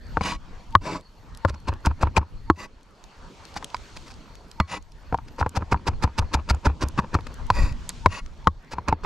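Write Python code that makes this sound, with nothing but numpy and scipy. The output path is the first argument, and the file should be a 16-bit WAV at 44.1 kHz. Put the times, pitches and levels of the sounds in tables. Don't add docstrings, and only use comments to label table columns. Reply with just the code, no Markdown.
import sys
import numpy as np
from scipy import signal
from scipy.fft import rfft, irfft, next_fast_len
from scipy.io import wavfile
from scipy.ndimage import uniform_filter1d, map_coordinates

SR = 44100
rng = np.random.default_rng(int(sys.argv[2]) if len(sys.argv) > 2 else 0)


def elevation(decibels):
    levels = np.asarray(decibels, float)
    return 10 ** (levels / 20)


def to_wav(s):
    ch = np.atleast_2d(s).T
    pcm = np.round(np.clip(ch, -1, 1) * 32767)
    wavfile.write(sys.argv[1], SR, pcm.astype(np.int16))


N = 399105

# (landing [s], sinking [s], knock [dB], crunch [dB],
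# grind on the board [dB], box thump [dB])
CHOP_ROWS = [(1.499, 0.024, -46, -39.5, -35, -16.5), (1.689, 0.018, -19.5, -40, -26, -11),
             (1.8683, 0.022, -9, -35, -26, -5.5), (2.0322, .024, -8.5, -38, -24.5, -6),
             (2.1781, 0.018, -12.5, -28, -22, -7.5), (5.1444, 0.019, -12.5, -65, -53.5, -20),
             (5.412, 0.032, -16, -45, -33.5, -10), (5.571, 0.021, -20, -31, -27.5, -13.5),
             (5.7269, 0.016, -13, -33.5, -22.5, -10.5), (5.8847, .02, -16.5, -31, -25.5, -11.5),
             (6.04, 0.018, -11.5, -32.5, -24.5, -6.5), (6.1909, 0.014, -20.5, -28, -24, -9.5),
             (6.3478, 0.017, -16, -28, -23, -9), (6.5069, 0.019, -14.5, -27, -24.5, -5.5),
             (6.6679, 0.022, -9.5, -31, -23.5, -4.5), (6.8353, 0.027, -29, -33, -26, -12),
             (6.994, 0.021, -30, -37, -23.5, -19.5), (7.1499, 0.015, -12, -34.5, -21, -10.5),
             (8.735, 0.026, -31, -40, -35, -27), (8.889, 0.0098, -17.5, -34.5, -22.5, -12),
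             (9.048, 0.015, -21, -44, -28, -26)]
# (time [s], level [dB], lift of the high modes [dB],
# lift of the low modes [dB], board pitch [ratio])
KNOCK_ROWS = [(0.171, -13, -11.5, -3, 0.925), (0.2098, -16, 3, 0, .97), (0.752, -3, -6, -4.5, 1.14),
              (1.4495, -5, -5, -1.5, 1.06), (2.1665, -24.5, 25, 3.5, .98), (2.5001, -4, -4, -4.5, 1.03),
              (3.5639, -22.5, -3, -6, .97), (3.626, -26, 8, -30, 1.09), (3.745, -19, 13.5, -32, .97),
              (4.601, -7.5, 6, 0, 1.03), (5.1256, -18, -8, 4, .9), (5.4273, -15, -23, -9, .99),
              (5.4627, -10.5, -4, -5, .99), (5.6234, -21, -21, 1.5, .99), (5.7441, -11.5, -15, -5.5, 0.964),
              (6.2247, -22.5, -7, -5, 0.91), (7.5021, -11, 12.5, -1, 1.014), (8.06, -3, 5, -2.5, 0.983),
              (8.4717, -2.5, 2.5, -4.5, .95), (8.784, -24, 1, 0.5, .99), (8.9262, -13.5, 1, 1, 0.903)]
# (frequency [Hz], width [Hz], level [dB])
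BLADE_MODES = [(1096, 34, 3), (1970, 60, -0.5), (2256, 35, -3), (2510, 150, -3), (2820, 110, -3),
               (3590, 330, -12.5), (4250, 50, -6), (4700, 110, -6.5), (5360, 79, -12.5), (5920, 80, -10),
               (7130, 90, -9.5), (8130, 240, -24.5), (9950, 110, -19.5)]


def unit(x):
    return x / np.sqrt(np.mean(x ** 2) + 1e-20)


def along(points, hz):
    point_hz, value = np.transpose(points)
    return np.interp(np.log(hz + 1), np.log(point_hz + 1), value)


def curves(rows):
    time_s, *columns = np.transpose(rows)
    return [np.interp(np.arange(N) / SR, time_s, column) for column in columns]


def wobble(rate_hz, size=N):
    knots = rng.standard_normal(size // 32 + 4)
    return map_coordinates(knots, [np.arange(size) * rate_hz / SR])


def filtered(x, response):
    size = next_fast_len(x.shape[-1] + 8192)
    spectrum = rfft(x, size) * response(np.fft.rfftfreq(size, 1 / SR))
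    return irfft(spectrum, size)[..., :x.shape[-1]]


def grit(spike_db, rate_hz, size=N):
    return unit(rng.standard_normal(size) * elevation(spike_db * wobble(rate_hz, size)))


def add(track, time_s, sound):
    room = track[round(time_s * SR):][:len(sound)]
    room += sound[:len(room)]


def crackle(envelope, spike_db, rate_hz):
    # (frequency [Hz], level [dB])
    colour = [(760, -36.5), (1300, -3), (2470, -7), (3110, -14), (4750, -7), (7660, -18.5), (11700, -33),
              (15500, -48)]
    grains = grit(spike_db, rate_hz)
    pair = np.array([grains, grains * envelope])
    plain, shaped = filtered(pair, lambda hz: elevation(along(colour, hz)))
    return shaped / np.std(plain)


def board_ring(edge_db, body_db, scatter_db, damping, pitch=1):
    # (frequency [Hz], level [dB], t60 [s])
    board_modes = [(206.6, -10.5, 0.053), (319, -8.5, 0.041), (405, -10, 0.032), (515.5, -6, 0.032),
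                   (587.4, -8, 0.034), (857, -7, 0.031), (994, 3.5, 0.027), (1109.5, -9.5, 0.048),
                   (1266, -1, 0.018), (1420, -3.5, 0.014), (1675, -22, 0.041), (1990, -21.5, 0.027),
                   (2250, -22.5, 0.019), (2423, -11, 0.017), (3230, -19, 0.011), (4050, -29, 0.027),
                   (4820, -21.5, 0.0097), (5700, -41, .013)]
    t = np.arange(SR // 10) / SR
    hz, db, t60_s = np.transpose(board_modes)[:, :, None]
    db = db + np.where(hz > 1800, edge_db, np.where(hz < 700, body_db, 0))
    chance = rng.standard_normal((2, *hz.shape))
    turns = pitch * hz * (1 + 0.027 * chance[0]) * t
    decay = elevation(db + scatter_db * chance[1] - 60 * damping * t / t60_s)
    ring = decay * np.sin(2 * np.pi * turns)
    return ring.sum(axis=0) * (1 - np.exp(-t / 0.00058))


def board_rub(envelope, edge_db, body_db, damping):
    ring = board_ring(edge_db, body_db, scatter_db=1.0, damping=damping)
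    grains = grit(spike_db=4.5, rate_hz=400, size=len(envelope))
    return signal.fftconvolve(grains * envelope, ring / np.linalg.norm(ring))[:len(envelope)]


def cuts():
    # (start [s], length [s], crunch [dB],
    # grind on the board [dB])
    crush_rows = [(0.165, 0.014, -57, -38.5), (1.537, 0.011, -47.5, -38.5), (3.556, 0.026, -37, -45.5),
                  (3.957, 0.018, -42, -47), (4.058, 0.036, -50, -55.5), (4.098, 0.022, -50, -62),
                  (5.276, 0.014, -50.5, -52), (7.263, 0.01, -43, -39), (7.889, 0.016, -38.5, -44)]
    full_before_s, stop_after_s = 0.005, 0.0054
    crush_full = 0.65
    grind, crunch = np.zeros(N), np.zeros(N)
    t = np.arange(SR // 5) / SR - .02
    strokes = [(s - sink_s, sink_s - full_before_s, sink_s + stop_after_s, crunch_db, board_db)
               for s, sink_s, _, crunch_db, board_db, _ in CHOP_ROWS]
    strokes += [(s, crush_full * length_s, length_s, crunch_db, board_db)
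                for s, length_s, crunch_db, board_db in crush_rows]
    for start_s, full_s, stop_s, crunch_db, board_db in strokes:
        shape_s = [-.02, 0, .004, full_s, stop_s, stop_s + 0.016]
        shape_db = np.interp(t, shape_s, [-48.5, -19, -3, 6.0, -1.0, -51.5], right=-99)
        rock_db = np.interp(t - stop_s, [0, .01, .045, .1], [-31, -12.5, -14.5, -51.5])
        rock_db = rock_db + 4 * wobble(64.6, len(t))
        add(crunch, start_s + t[0], elevation(crunch_db + shape_db))
        pressure = elevation(0.77 * shape_db) + elevation(rock_db)
        rub = board_rub(pressure, edge_db=6.5, body_db=2.0, damping=2.07)
        add(grind, start_s + t[0], elevation(board_db) * rub)
    return grind + crackle(crunch, spike_db=4, rate_hz=700)


def knocks():
    chop_edge_db, chop_body_db, chop_pitch = -2.5, -5, 0.92
    tap_after_s, tap_db = .04, -14
    crack_db = -24
    out, cracks = np.zeros(N), np.zeros(N)
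    t = np.arange(SR // 50) / SR
    landings = [(s, db, chop_edge_db, chop_body_db, chop_pitch) for s, _, db, *_ in CHOP_ROWS]
    taps = [(s + tap_after_s * (1 + 0.17 * rng.standard_normal()), db + tap_db, *rest)
            for s, db, *rest in landings[:-1]]
    for s, db, edge_db, body_db, pitch in [*KNOCK_ROWS, *landings, *taps]:
        ring = board_ring(edge_db, body_db, scatter_db=5.0, damping=1.117, pitch=pitch)
        add(out, s, elevation(db) * ring)
        add(cracks, s, elevation(db + edge_db + crack_db - 60 * t / 0.018))
    return out + crackle(cracks, spike_db=0.5, rate_hz=900)


def thumps():
    after_s, knock_thump_db = 0.0022, -3
    open_hz, pressed_hz = 83.6, 76.7
    pitch_scatter = .07
    rebound_s, rebound_db, rebound_hz = 0.0311, -10.5, 79
    upper_hz, upper_db = 101.2, -14
    out, t = np.zeros(N), np.arange(SR // 5) / SR
    booms = [(s, db + body_db + knock_thump_db, open_hz) for s, db, _, body_db, _ in KNOCK_ROWS]
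    booms += [(s, db, pressed_hz) for s, *_, db in CHOP_ROWS]
    booms += [(s + rebound_s, db + rebound_db, rebound_hz) for s, *_, db in CHOP_ROWS]
    for s, db, hz in booms:
        hz = hz * (1 + pitch_scatter * rng.standard_normal())
        lead_s = .5 / hz
        upper = np.sin(2 * np.pi * upper_hz * (t - lead_s)) * (t > lead_s)
        upper = elevation(upper_db + 3.6 * rng.standard_normal()) * upper
        wave = np.sin(2 * np.pi * hz * t) - upper
        swell = np.clip(0.1 * t / lead_s, 0, .3) + 0.57 * np.clip((t - lead_s) / 0.0023, 0, 1)
        decay = elevation(db - 60 * np.abs(t - lead_s) / 0.12)
        add(out, s + after_s - lead_s, -decay * swell * wave)
    return out


def scrapes():
    # (start [s], push [s], release [s], blade [dB], low board modes against the blade [dB])
    scrape_rows = [(0.21, .112, 0.044, -26.5, -4.5), (0.81, 0.15, 0.044, -35, 5.5),
                   (2.557, 0.1, 0.0085, -41.5, -0.5), (4.675, 0.098, 0.014, -36.5, -1),
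                   (7.515, 0.14, 0.079, -34, 0), (8.083, 0.11, 0.014, -36, -5.5)]
    grip_s = 0.046
    board_db, board_follows = 1.5, 0.5
    rasp_db = -5
    out, hiss, t = np.zeros(N), np.zeros(N), np.arange(SR // 3) / SR
    blade = np.array(BLADE_MODES)
    for start_s, length_s, release_s, blade_db, body_db in scrape_rows:
        push_s = [0, grip_s, length_s, length_s + release_s]
        push = elevation(blade_db + np.interp(t, push_s, [-16.5, -0.5, -1.5, -19.5], right=-99))
        modes = blade * (1 + [.025, 0, 0] * rng.standard_normal(blade.shape))
        modes = modes + [0, 0, 2.5] * rng.standard_normal(blade.shape)

        def steel(f):
            return sum((-1) ** k * elevation(db) * 1j * f * width / (hz * hz - f * f + 1j * f * width)
                       for k, (hz, width, db) in enumerate(modes))

        grains = push * grit(spike_db=2.5, rate_hz=151.0, size=len(t))
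        add(out, start_s, elevation(18.5) * filtered(grains, steel))
        high_rub = board_rub(push, edge_db=-21, body_db=-15, damping=0.59)
        add(out, start_s, elevation(board_db + board_follows * body_db) * high_rub)
        low_rub = board_rub(push, edge_db=-61, body_db=10.0, damping=0.97)
        add(out, start_s, elevation(body_db) * low_rub)
        add(hiss, start_s, elevation(rasp_db) * push)
    return out + crackle(hiss, spike_db=-1.5, rate_hz=500)


def blade_ring():
    # (time [s], level [dB])
    ring_rows = [(4.6, -28)]
    free_width = 0.39
    tilt_db_per_khz = -2.5
    out, t = np.zeros(N), np.arange(SR // 4) / SR
    hz, width_hz, db = np.transpose(BLADE_MODES)[:, :, None]
    for s, ring_db in ring_rows:
        mode_db = ring_db + db + tilt_db_per_khz * hz / 1000 + 2 * rng.standard_normal(db.shape)
        decay = elevation(mode_db) * np.exp(-np.pi * free_width * width_hz * t)
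        add(out, s, np.sum(decay * np.sin(2 * np.pi * hz * t), axis=0))
    return out


def snaps():
    # (time [s], level [dB], pitch [Hz])
    snap_rows = [(0.725, -42, 3540), (1.0101, -40.5, 6100), (1.349, -39.5, 5100), (1.3733, -36, 6200),
                 (1.7379, -36, 4360), (1.86, -16, 5170), (3.04, -38, 4600), (3.4526, -37, 4820),
                 (3.5415, -36.5, 4700), (3.6445, -21.5, 5700), (3.702, -39.5, 4000), (3.767, -31.5, 3650),
                 (4.0244, -49, 4890), (4.1404, -43, 4800), (4.354, -39, 4340), (4.5142, -34.5, 4870),
                 (4.8254, -45, 5500), (4.9202, -43, 4360), (5.1767, -37.5, 4170), (5.4929, -30, 7660),
                 (6.548, -34, 6000), (6.8855, -27.5, 7200), (7.208, -35.5, 3590), (7.3417, -38.5, 7100),
                 (7.4669, -43, 7000), (7.7246, -33, 4230), (7.892, -19.5, 7100), (8.262, -37, 3500),
                 (8.4442, -45, 3600)]
    out, t = np.zeros(N), np.arange(SR // 100) / SR
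    faint = rng.random((70, 3)) * [N / SR, 14, 4000] + [0, -64, 3500]
    for s, db, hz in [*snap_rows, *faint]:
        band = signal.butter(2, [hz / 2.03, min(hz * 1.36, 15000)], "bandpass", fs=SR)
        burst = signal.lfilter(*band, rng.standard_normal(len(t)))
        add(out, s, elevation(db - 60 * t / 0.01) * unit(burst))
    return out


def spread(x):
    # (frequency [Hz], left-right likeness [0..1], phase by which left leads [rad])
    near_rows = [(100, 1, -0.05), (530, 0.96, -0.17), (1000, 0.92, -0.12), (3100, 0.97, -0.77),
                 (6000, 0.72, -0.19), (14000, 0.33, -0.12)]
    hz, alike, lead_rad = np.transpose(near_rows)

    def delay(f):
        return 1j * np.tan(np.interp(f, hz, lead_rad) / 2) + 0.11 * f / 10000

    def shade(f):
        return np.tan(np.arccos(np.clip(np.interp(f, hz, alike), 0, 1)) / 2)

    late = filtered(x, delay)
    shaded = filtered(x * unit(wobble(120)), shade)
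    return np.array([x + late + shaded, x - late - shaded])


def rush(spectrum, patchy_db):
    # (frequency [Hz], left-right likeness [0..1])
    far_rows = [(30, 0.56), (180, 0.9), (550, 0.85), (1650, 0.6), (5000, 0.68), (15000, 0.97)]
    z = signal.stft(rng.standard_normal((2, N)), nperseg=512)[2]
    field = uniform_filter1d(rng.standard_normal(z.shape[1:]), size=6, axis=0)
    field = uniform_filter1d(field, size=10, axis=1)
    pair = signal.istft(z * elevation(patchy_db * unit(field)), nperseg=512)[1][:, :N]

    def mid_side(hz):
        turn = np.arccos(np.clip(along(far_rows, hz), 0, 1)) / 2
        return elevation(along(spectrum, hz)) * [np.cos(turn), np.sin(turn)]

    mid, side = filtered(pair, mid_side)
    return unit(np.array([mid + side, mid - side]))


def beach():
    # (time [s], wind buffet [dB], surf [dB], surf fizz [dB])
    air_rows = [(0.0, -29, -56.5, -72), (0.15, -32, -46.5, -59.5), (0.95, -42.5, -55.5, -66.5),
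                (1.46, -45, -52, -66.5), (2.07, -32, -49.5, -64.5), (2.85, -57.5, -57.5, -69.5),
                (3.45, -43.5, -49.5, -56.5), (3.8, -51, -48, -54), (4.01, -36, -50.5, -54),
                (4.26, -45.5, -52.5, -62.5), (4.9, -46, -54.5, -68), (5.62, -38, -47, -62),
                (6.23, -37.5, -50.5, -60.5), (7.16, -38.5, -47, -57.5), (7.6, -25, -45, -61),
                (7.96, -37.5, -47.5, -52), (8.3, -33.5, -52.5, -62.5), (8.62, -45.5, -54, -68),
                (9.05, -34.5, -48.5, -76)]
    # (time [s], level [dB])
    insect_rows = [(0, -61), (2.4, -66.5), (2.8, -76), (3.2, -66), (5.3, -66), (6, -66), (9.05, -70.5)]
    # (frequency [Hz], level [dB])
    surf_spectrum = [(71, -50), (120, -2.5), (172, 0.5), (700, -6.5), (1000, -3.5), (1850, -11.5),
                     (2000, -13.5), (2100, -13.5), (2280, -14), (6000, -26), (7800, -38.5), (13200, -120)]
    fizz_spectrum = [(1760, -14.5), (3000, -7), (5880, -10), (6820, -11.5), (8800, -20), (11500, -35.5),
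                     (15000, -57)]
    buffet_spectrum = [(8.8, -28), (15, -2), (43, -3), (134, -16), (200, -28), (250, -21), (320, -54.5),
                       (550, -120)]
    insect_spectrum = [(3700, -33), (4250, -1), (4500, -2.5), (5100, -27.0)]
    buffet_db, surf_db, fizz_db = curves(air_rows)
    surf = elevation(surf_db + 1.4 * wobble(5.9)) * rush(surf_spectrum, patchy_db=3.0)
    fizz = elevation(fizz_db) * rush(fizz_spectrum, patchy_db=.6)
    insect_db = curves(insect_rows)[0] + 1.5 * wobble(3.36)
    insects = elevation(insect_db) * rush(insect_spectrum, patchy_db=5.5)
    lumps = elevation(2.03 * wobble(12)) * rush(buffet_spectrum, patchy_db=3.5)
    wind = elevation(buffet_db) * unit(lumps)
    return surf + fizz + insects + wind


def scene():
    knife = spread(knocks() + blade_ring() + thumps() + cuts() + snaps() + scrapes())
    return knife * elevation([[.3], [-.3]]) + beach()


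def band_limit(x):
    return signal.sosfilt(signal.butter(12, 16480, fs=SR, output="sos"), x)


def record(dry):
    # (frequency [Hz], level [dB])
    port_response = [(11000, 0), (13500, 3), (15000, -31), (16500, -37)]
    halo_hz, halo_width_hz, halo_db = 913, 16.7, -9
    fall = np.exp(-1 / (0.073 * SR))
    above_bass = filtered(dry.mean(axis=0), lambda hz: hz > 600)
    loud = signal.lfilter([1 - fall], [1, -fall], np.abs(above_bass))
    bass = filtered(dry, lambda hz: 1 / (1 + (hz / 400) ** 4))
    ducked = bass + (dry - bass) / (1 + np.roll(loud, SR // 100) / 0.027)

    def colouring(hz):
        halo = elevation(halo_db) / (1 - 1j * (hz - halo_hz) / halo_width_hz)
        return elevation(along(port_response, hz)) * (1 + halo)

    heard = filtered(ducked, colouring)
    rounded = heard / (1 + np.abs(heard / 1.05) ** 6) ** (1 / 6)
    return band_limit(rounded)


dry = scene()
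out = record(dry)
to_wav(out)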